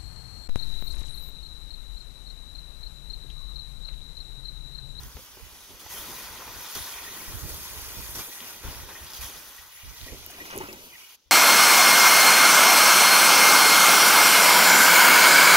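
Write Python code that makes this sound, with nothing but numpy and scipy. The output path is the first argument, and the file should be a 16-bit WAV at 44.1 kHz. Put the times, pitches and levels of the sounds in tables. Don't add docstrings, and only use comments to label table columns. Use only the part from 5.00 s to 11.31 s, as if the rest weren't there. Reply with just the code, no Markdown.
import sys
import numpy as np
from scipy import signal
from scipy.fft import rfft, irfft, next_fast_len
from scipy.io import wavfile
from scipy.ndimage import uniform_filter1d, map_coordinates

SR = 44100
rng = np.random.default_rng(int(sys.argv[2]) if len(sys.argv) > 2 else 0)


def pcm_store(signal):
    levels = np.round(np.clip(np.atleast_2d(signal), -1, 1) * 32767)
    wavfile.write(sys.argv[1], SR, levels.astype(np.int16).T)


N = 278271

# t/s, steam hiss level/dB, fizz level/dB, boiling level/dB
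POUR_LEVELS = [
    (0, -49.5, -52, -56.5), (.4, -51, -53.5, -57.5), (.78, -51, -52.5, -57.5), (.88, -49.5, -48, -53.5),
    (.93, -37.5, -43.5, -46), (1.15, -40.5, -44.5, -45.5), (1.45, -44.5, -46.5, -46.5),
    (1.72, -41.5, -43.5, -47.5), (1.9, -39.5, -44, -46.5), (2.1, -41.5, -45.5, -48.5), (2.5, -40, -45, -48.5),
    (2.93, -40, -45, -48.5), (3.12, -39.5, -46, -49.5), (3.26, -40, -47.5, -53.5), (3.5, -43, -45.5, -47.5),
    (3.61, -47, -50.5, -55.5), (3.66, -43.5, -45.5, -44.5), (3.82, -45, -48, -49.5), (3.865, -49, -50, -54.5),
    (3.9, -45.5, -50.5, -48.5), (4.1, -45, -47, -51), (4.3, -47, -47.5, -51.5),
    (4.45, -47, -51.5, -53.5), (4.63, -48, -50.5, -54), (4.67, -48.5, -54, -57.5), (4.8, -49, -53.5, -58),
    (5.0, -47.5, -47, -55.5), (5.2, -49.5, -48.5, -56.5), (5.4, -48, -49.5, -52),
    (5.7, -50, -52.5, -51), (5.85, -49.5, -52.5, -58), (6.155, -52.5, -55, -62.5)]
FAINT_LEVELS = [(6.165, -72, -66, -76), (6.31, -73, -66, -78)]
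# t/s, boiling level/dB, t60/s, steam over boiling/dB
SPLASHES = [(.028, -61, 0.11, 11), (.795, -55, 0.4, 9.5), (.899, -54, .15, 10), (1.748, -41.5, 0.53, 6.5),
            (2.49, -54, 0.083, 18), (3.148, -44, 0.45, 6.5), (3.183, -42.5, 0.36, 5),
            (3.636, -47, 0.17, -4), (3.885, -45, .12, -10), (4.102, -60, 0.063, 17), (4.134, -55, 0.12, 17),
            (4.16, -53, 0.25, 12), (4.209, -48, .3, 11.5), (4.225, -48, 0.58, 8), (5.061, -49, 0.14, 4.5),
            (5.3, -54, .1, 9), (5.45, -48, 0.36, 1), (5.38, -49, 0.28, -11), (5.5, -42, 0.23, -16),
            (5.525, -37, 0.22, -21), (5.572, -52, 0.065, 9), (5.61, -38, 0.21, -34), (5.727, -57, 0.06, 15)]
# f/Hz, relative level/dB per Hz
STEAM_SPECTRUM = [(4500, -54), (6500, -1.5), (7500, -10.5), (9000, -7), (10300, -1.5), (11500, -0.5),
                  (13000, -2), (15000, -2.5), (17000, -6.5)]
# f/Hz, relative level/dB per Hz
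FIZZ_SPECTRUM = [(1650, -24), (2400, -12), (2800, -8.5), (3270, -0.5), (4110, -4.5), (4550, -2.5),
                 (5010, -3), (6150, -2), (7500, -16.5), (9750, -30), (16500, -120)]
# f/Hz, relative level/dB per Hz
BOIL_SPECTRUM = [(180, -18.5), (400, -9.5), (720, -7), (950, -3), (1500, -4), (1750, -8.5), (2700, -9.5),
                 (3900, -54)]
# f/Hz, width/Hz, lift level/dB
DRUM_BANDS = [(963, 280, 3), (1506, 140, 2), (1926, 120, 6), (2452, 37, 9.5), (2550, 150, 0.5),
              (2920, 86, 11)]
# t/s, level/dB, centre f/Hz
WHISTLE = [(0, -74, 2660), (.25, -61, 2550), (.85, -63.5, 2440), (.95, -71, 2180), (1.2, -57, 2230),
           (1.72, -62, 2190), (1.95, -52, 2290), (2.4, -56, 2200), (2.75, -55, 2410), (3.3, -53, 2214),
           (3.6, -57.5, 2460), (3.83, -58, 2190), (4.05, -60, 2280), (4.25, -54, 2290), (4.66, -60.5, 2365),
           (5.1, -51.5, 2390), (5.25, -52, 2760), (5.4, -52, 2260), (5.5, -48, 2540), (5.75, -57, 2390),
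           (5.88, -53, 2890), (5.95, -52, 2300), (6.03, -53.5, 2800), (6.15, -55.5, 2730),
           (6.17, -80, 2680), (6.31, -80, 2300)]
# t/s, level/dB
JUG_LEVELS = [(0, -59), (.75, -66), (.95, -53), (1.4, -52.5), (1.7, -63), (2.0, -57.5), (2.3, -52),
              (2.9, -54.5), (3.3, -61.5), (3.8, -55.5), (4.3, -58), (4.62, -64), (4.67, -77), (4.8, -84),
              (4.85, -63), (5.05, -61.5), (5.5, -53), (5.75, -49.5), (5.88, -58), (5.92, -62.5),
              (6.15, -77), (6.19, -76), (6.31, -79)]
# t/s, level/dB, held/s
THUDS = [(.38, -56, .02), (.69, -53, .02), (1.748, -44, 0.025), (2.42, -45, 0.02), (2.61, -57, 0.012),
         (3.025, -50, 0.014), (3.14, -48, 0.056), (3.26, -52, .03), (3.42, -56, 0.048),
         (3.636, -49, 0.07), (3.875, -52, 0.043), (4.21, -64, .05), (5.064, -45.5, 0.084),
         (5.31, -58, 0.024), (5.38, -49, 0.015), (5.53, -41, 0.042), (5.565, -45, 0.077),
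         (5.682, -40.5, 0.012)]
# f/Hz, relative level/dB per Hz
HOLLOW_SPECTRUM = [(130, -9), (230, -7), (300, -6.5), (380, -5), (450, -7.5), (600, -10.5), (1000, -28.5)]
# t/s, level/dB, f/Hz, slap over tone/dB
KNOCKS = [(.169, -43.5, 420, 0), (.189, -44, 520, -8), (.37, -43, 365, -4), (0.397, -45.5, 470, -6),
          (.703, -43.5, 407, -13), (.863, -44.5, 856, 4), (1.476, -38, 900, 0), (2.163, -44, 347, -11),
          (3.413, -39.5, 230, -10), (5.063, -39, 283, -13), (5.119, -45, 432, 2), (5.297, -41.5, 724, -15),
          (5.383, -40, 710, -22), (5.476, -42, 275, -5), (5.556, -31, 390, -17), (5.571, -26, 392, -13),
          (5.603, -24.5, 372, -17), (5.609, -30.5, 913, -16), (5.637, -32.5, 295, -10),
          (5.73, -34, 374, -13)]
# t/s, level/dB, f/Hz
PINGS = [(.1695, -53, 2110), (.9103, -44, 1980), (1.737, -43, 1940), (1.871, -41, 1760), (2.063, -37, 1860),
         (2.2, -39.5, 2205), (3.02, -45, 2500), (3.205, -37, 2370), (3.3167, -39, 1925),
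         (3.3692, -52, 2150), (3.886, -48, 2520), (3.951, -37.5, 1854), (4.2113, -39, 2420),
         (4.58, -43, 1930), (4.8893, -49, 2300), (5.0768, -39, 1910), (5.4026, -32, 1940),
         (5.508, -42, 2530), (5.685, -35, 2650), (5.93, -42, 2043)]
# t/s, level/dB, f/Hz, left over right/dB
TICKS = [(0.0336, -26.5, 6630, -1), (3.404, -24, 3530, 4), (4.0453, -27, 10900, 4),
         (4.1021, -27.5, 5190, 0), (4.1177, -30, 5330, 1), (4.1336, -24, 4700, .5), (4.1488, -28, 4020, 2),
         (4.8938, -33.5, 6270, .5), (4.9184, -36, 12400, .5), (5.0124, -27.5, 3530, -3),
         (5.042, -32.5, 3720, 0), (5.0664, -30.5, 11000, .5), (5.263, -17, 14500, 13),
         (5.3097, -29.5, 10100, -.5), (5.509, -25, 5800, .5), (5.562, -21, 10800, .5),
         (5.577, -14, 10560, -8), (5.5857, -22.5, 6500, -11), (5.674, -30, 5500, .5),
         (5.7274, -27, 5100, 7)]
# t/s, buffet level/dB
BREEZE_LEVELS = [(0, -58.5), (2.0, -60.5), (2.3, -52.5), (3.2, -48), (3.24, -67), (3.6, -57), (3.9, -56.5),
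                 (4.5, -63), (4.76, -67), (5.0, -53.5), (5.5, -64), (5.75, -58), (6.03, -76), (6.31, -78)]
# t/s, buffet level/dB, held/s, left over right/dB (before clipping), thump f/Hz
GUSTS = [(0, -43.5, .02, -11, 70), (0.03, -39, 0.029, 0, 79), (.148, -41, 0.014, 1, 74),
         (.415, -49, 0.022, -18, 70), (.52, -53, 0.026, -18, 65.5), (.72, -58.5, .03, -21, 65),
         (.89, -57, 0.16, 2, 60), (1.05, -59, 0.11, -5, 65), (1.3, -51, .04, 0, 70),
         (1.46, -46, 0.056, 0, 65), (1.535, -47.5, .05, 4, 60), (1.748, -49.5, 0.077, 3, 65),
         (1.95, -55, 0.22, 1, 60), (2.278, -35, 0.02, 1, 70), (2.337, -37, 0.02, -8, 83),
         (2.418, -33, 0.029, -11, 70.5), (2.509, -39, 0.044, -4, 62), (2.609, -43, 0.012, -4, 62),
         (2.767, -37.5, 0.019, -14, 63), (2.821, -44.5, 0.073, -21, 60), (2.97, -37, 0.021, -20, 65),
         (3.017, -42, 0.022, -1, 59), (3.09, -45, 0.1, 4, 60), (3.645, -30.5, 0.048, -3, 56),
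         (3.758, -44, 0.079, -3, 60), (4.008, -44, 0.028, -3, 61.7), (4.19, -43.5, 0.062, -7.5, 60),
         (4.34, -50, 0.034, -10, 60), (4.589, -54, 0.032, -17, 60), (4.832, -46, 0.072, -5, 59),
         (5.011, -42, .03, -6, 62), (5.1, -44, 0.027, -4, 62), (5.25, -57, 0.056, -4, 62),
         (5.551, -48, 0.1, -4, 60), (6.258, -61, .06, 21.5, 61.5)]
# f/Hz, relative level/dB per Hz
RUMBLE_SPECTRUM = [(12, -39), (20, -16), (48, 7), (70, 4.5), (137, -6), (216, -19.5), (300, -19),
                   (390, -72), (660, -120)]
# f/Hz, left-right correlation
LIKENESS = [(250, 0.92), (700, 0.91), (1500, 0.89), (3000, 0.49), (6000, 0.34), (8000, 0.26), (10000, 0.21),
            (15000, 0.3)]
# t/s, left behind right/ms
PORT_LAG = [(0, -0.08), (.5, -0.064), (.8, -0.023), (1.9, 0.0099), (2.7, 0.09), (3.6, 0.062), (4.5, -0.03),
            (4.9, 0.041), (5.3, 0.093), (5.5, 0.29), (5.9, 0.19), (6.1, -0.018)]
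# f/Hz, turn/radians
BODY_TURN = [(2000, 0), (4000, 0.25), (7000, 1.5), (9000, 2.15), (12000, 0.85), (15000, 1.8)]

THUD_RISE_S, THUD_T60_S = 0.0061, 0.16
PING_BUBBLES_DB, PING_BUBBLES_S = -15, 0.016
KNOCK_T60_S, PING_T60_S = 0.059, 0.089
TICK_ROUGH, PING_ROUGH = 0.27, 0.037
TICK_CYCLES = 24
GUST_RISE_S, GUST_T60_S = 0.0075, 0.16
BREEZE_PAN_DB = -26
THUMP_DB, THUMP_CYCLES = 7.5, 4.4
TOP_HZ = 15760


def dousing():
    steam_db, fizz_db, boil_db = curves(POUR_LEVELS + FAINT_LEVELS)
    low, mid, high = amp(boil_db), amp(fizz_db), amp(steam_db)
    for s, db, t60, treble_db in SPLASHES:
        burst = swell(s, db, held_s=0.0045, rise_s=0.0019, t60=t60)
        low = together(low, burst)
        mid = together(mid, burst * amp(treble_db / 2))
        high = together(high, burst * amp(treble_db))
    surge_db = 0.7 * wobble(11) + 0.4 * wobble(25)
    steam_noise = rush(lambda hz: amp(along(STEAM_SPECTRUM, hz)), LIKENESS, patchy_db=1.83, spit_db=2.0)
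    fizz_noise = rush(lambda hz: amp(along(FIZZ_SPECTRUM, hz)), LIKENESS, patchy_db=1.75, spit_db=1.5)
    boil_noise = rush(lambda hz: amp(along(BOIL_SPECTRUM, hz)) * lifted(hz), LIKENESS,
                      patchy_db=1.5, spit_db=0.9)
    steam = high * amp(surge_db) * steam_noise
    fizz = mid * amp(surge_db) * fizz_noise
    boil = low * amp(0.39 * surge_db) * boil_noise
    leftward = amp([[.55], [-.55]])
    return leftward * (boil + slosh()) + fizz + steam + bubbles(cycles=11.4, spread=0.468, uneven_db=0.6)


def lifted(hz):
    return amp(sum(db / (1 + (2 * (hz - c) / w) ** 2) for c, w, db in DRUM_BANDS))


def bubbles(cycles, spread, uneven_db):
    db, centre_hz = curves(WHISTLE)
    draw = rng.random((5000, 4))
    at = (draw[:, :1] * N).astype(int)
    hz = centre_hz[at] * np.exp(spread * (draw[:, 1:2] - .5))
    k = np.arange(600)
    turns = hz * k / SR
    strength = amp(-uneven_db * np.log(draw[:, 2:3] + .02))
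    tone = strength * np.sin(2 * np.pi * turns) * turns * np.exp(-3 * turns / cycles)
    shift = (8 * (draw[:, 3:] - .5)).round().astype(int)
    pair = [np.bincount((at + k + d + 4).ravel(), tone.ravel(), N + 700)[:N] for d in (shift, -shift)]
    drops = [swell(s, ping_db + PING_BUBBLES_DB, PING_BUBBLES_S, rise_s=0.0017, t60=0.19)
             for s, ping_db, _ in PINGS]
    steady = amp(db + 1.8 * wobble(9))
    return together(steady, *drops) * unit(filtered(np.array(pair), lifted))


def slosh():
    slaps = [swell(*row, THUD_RISE_S, THUD_T60_S) for row in THUDS]
    level = together(amp(curves(JUG_LEVELS)[0] + 1.5 * wobble(8)), *slaps)
    noise = rush(lambda hz: amp(along(HOLLOW_SPECTRUM, hz)), LIKENESS, patchy_db=0.5, spit_db=1.15)
    return level * amp(1.95 * wobble(30)) * noise


def knocks():
    out, t = np.zeros((2, N)), np.arange(SR // 3) / SR
    for s, db, hz, slap_db in KNOCKS:
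        tone = np.sin(2 * np.pi * hz * t) + 0.42 * np.sin(2 * np.pi * 2.3 * hz * t)
        envelope = amp(-60 * t / KNOCK_T60_S) * (1 - np.exp(-t / 0.0024))
        dull = unit(uniform_filter1d(rng.standard_normal(len(t)), size=10))
        slap = dull * amp(slap_db - 60 * t / 0.035)
        add(out, s, amp(db) * (envelope * tone + slap), .8)
    return out


def pings():
    out, t = np.zeros((2, N)), np.arange(SR // 3) / SR
    for s, db, hz in PINGS:
        drift = PING_ROUGH * np.cumsum(rng.standard_normal(len(t)))
        envelope = amp(db - 60 * t / PING_T60_S) * (1 - np.exp(-t / 0.0023))
        add(out, s, envelope * np.sin(2 * np.pi * hz * t + drift), .8)
    return out


def ticks():
    out, t = np.zeros((2, N)), np.arange(SR // 50) / SR
    for s, db, hz, pan_db in TICKS:
        smear = TICK_ROUGH * np.cumsum(rng.standard_normal(len(t)))
        envelope = amp(-60 * t * hz / TICK_CYCLES) * (1 - np.exp(-t * hz))
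        crack = envelope * np.sin(2 * np.pi * hz * t + smear)
        add(out, s + .001, amp(db) * crack, pan_db)
        add(out, s + .002, amp(db - 9) * crack, -pan_db)
    return out


def wind():
    breeze = amp(curves(BREEZE_LEVELS)[0]) * port_gains(BREEZE_PAN_DB)
    gusts = [swell(s, db, held_s, GUST_RISE_S, GUST_T60_S) * port_gains(pan_db)
             for s, db, held_s, pan_db, _ in GUSTS]
    lumps = amp(1.8 * wobble(16) + 2.5 * np.array([wobble(14), wobble(20)]))
    rumble = rush(lambda hz: amp(along(RUMBLE_SPECTRUM, hz)), [(30, -0.081), (150, 0.12)],
                  patchy_db=0.2, spit_db=0.9)
    return together(breeze, *gusts) * unit(lumps * rumble)


def port_gains(pan_db):
    return amp(np.clip([[pan_db], [-pan_db]], -20, 20) / 2) / np.cosh(pan_db * np.log(10) / 40)


def thumps():
    out, t = np.zeros((2, N)), np.arange(SR // 3) / SR
    for s, db, _, pan_db, hz in GUSTS:
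        envelope = amp(db + THUMP_DB - 60 * t * hz / THUMP_CYCLES) * (1 - np.exp(-t / 0.006))
        add(out, s, envelope * np.sin(2 * np.pi * hz * t), np.clip(pan_db, -14, 14))
    return out


def ports(x):
    half = curves(PORT_LAG)[0] * SR / 2000
    late = np.array([map_coordinates(ch, [np.arange(N) - d], order=5) for ch, d in zip(x, (half, -half))])
    return filtered(late, lambda hz: np.exp([[-.5j], [.5j]] * along(BODY_TURN, hz)))


def rush(gain, alike, patchy_db, spit_db):
    spit = amp(spit_db * uniform_filter1d(rng.exponential(size=N), size=12) * np.sqrt(12))
    z = signal.stft(rng.standard_normal((2, N)) * spit, nperseg=256)[2]
    field = uniform_filter1d(rng.standard_normal(z.shape[1:]), size=4, axis=0)
    field = uniform_filter1d(field, size=10, axis=1)
    pair = signal.istft(z * amp(patchy_db * unit(field)), nperseg=256)[1][:, :N]

    def mix(hz):
        turn = np.arccos(np.clip(along(alike, hz), -1, 1)) / 2
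        return gain(hz) * [np.cos(turn), np.sin(turn)]

    mid, side = filtered(pair, mix)
    return unit(np.array([mid + side, mid - side]))


def swell(s, db, held_s, rise_s, t60):
    u = np.clip(np.arange(N) / SR - s, 0, None)
    return amp(db - 60 * np.clip(u - held_s, 0, None) / t60) * (1 - np.exp(-u / rise_s))


def together(*gains):
    return np.sqrt(sum(g ** 2 for g in gains))


def add(out, s, sound, pan_db):
    part = out[:, round(s * SR):][:, :len(sound)]
    part += amp([[pan_db / 2], [-pan_db / 2]]) * sound[:part.shape[1]]


def filtered(x, response):
    m = next_fast_len(N + SR // 2)
    return irfft(rfft(x, m) * response(np.fft.rfftfreq(m, 1 / SR)), m)[..., :N]


def wobble(rate):
    return map_coordinates(rng.standard_normal(int(N * rate / SR) + 4), [np.arange(N) * rate / SR])


def curves(rows):
    s, *cols = np.transpose(rows)
    return [np.interp(np.arange(N) / SR, s, c) for c in cols]


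def along(points, hz):
    f, v = np.transpose(points)
    return np.interp(np.log(hz + 1), np.log(f + 1), v)


def amp(db):
    return 10 ** (np.asarray(db) / 20)


def unit(x):
    return x / np.sqrt(np.mean(x ** 2) + 1e-20)


def scene():
    return ports(dousing() + knocks() + pings()) + ticks() + wind() + thumps()


def record(dry):
    return filtered(dry, lambda hz: hz < TOP_HZ)


dry = scene()
out = record(dry)
pcm_store(out)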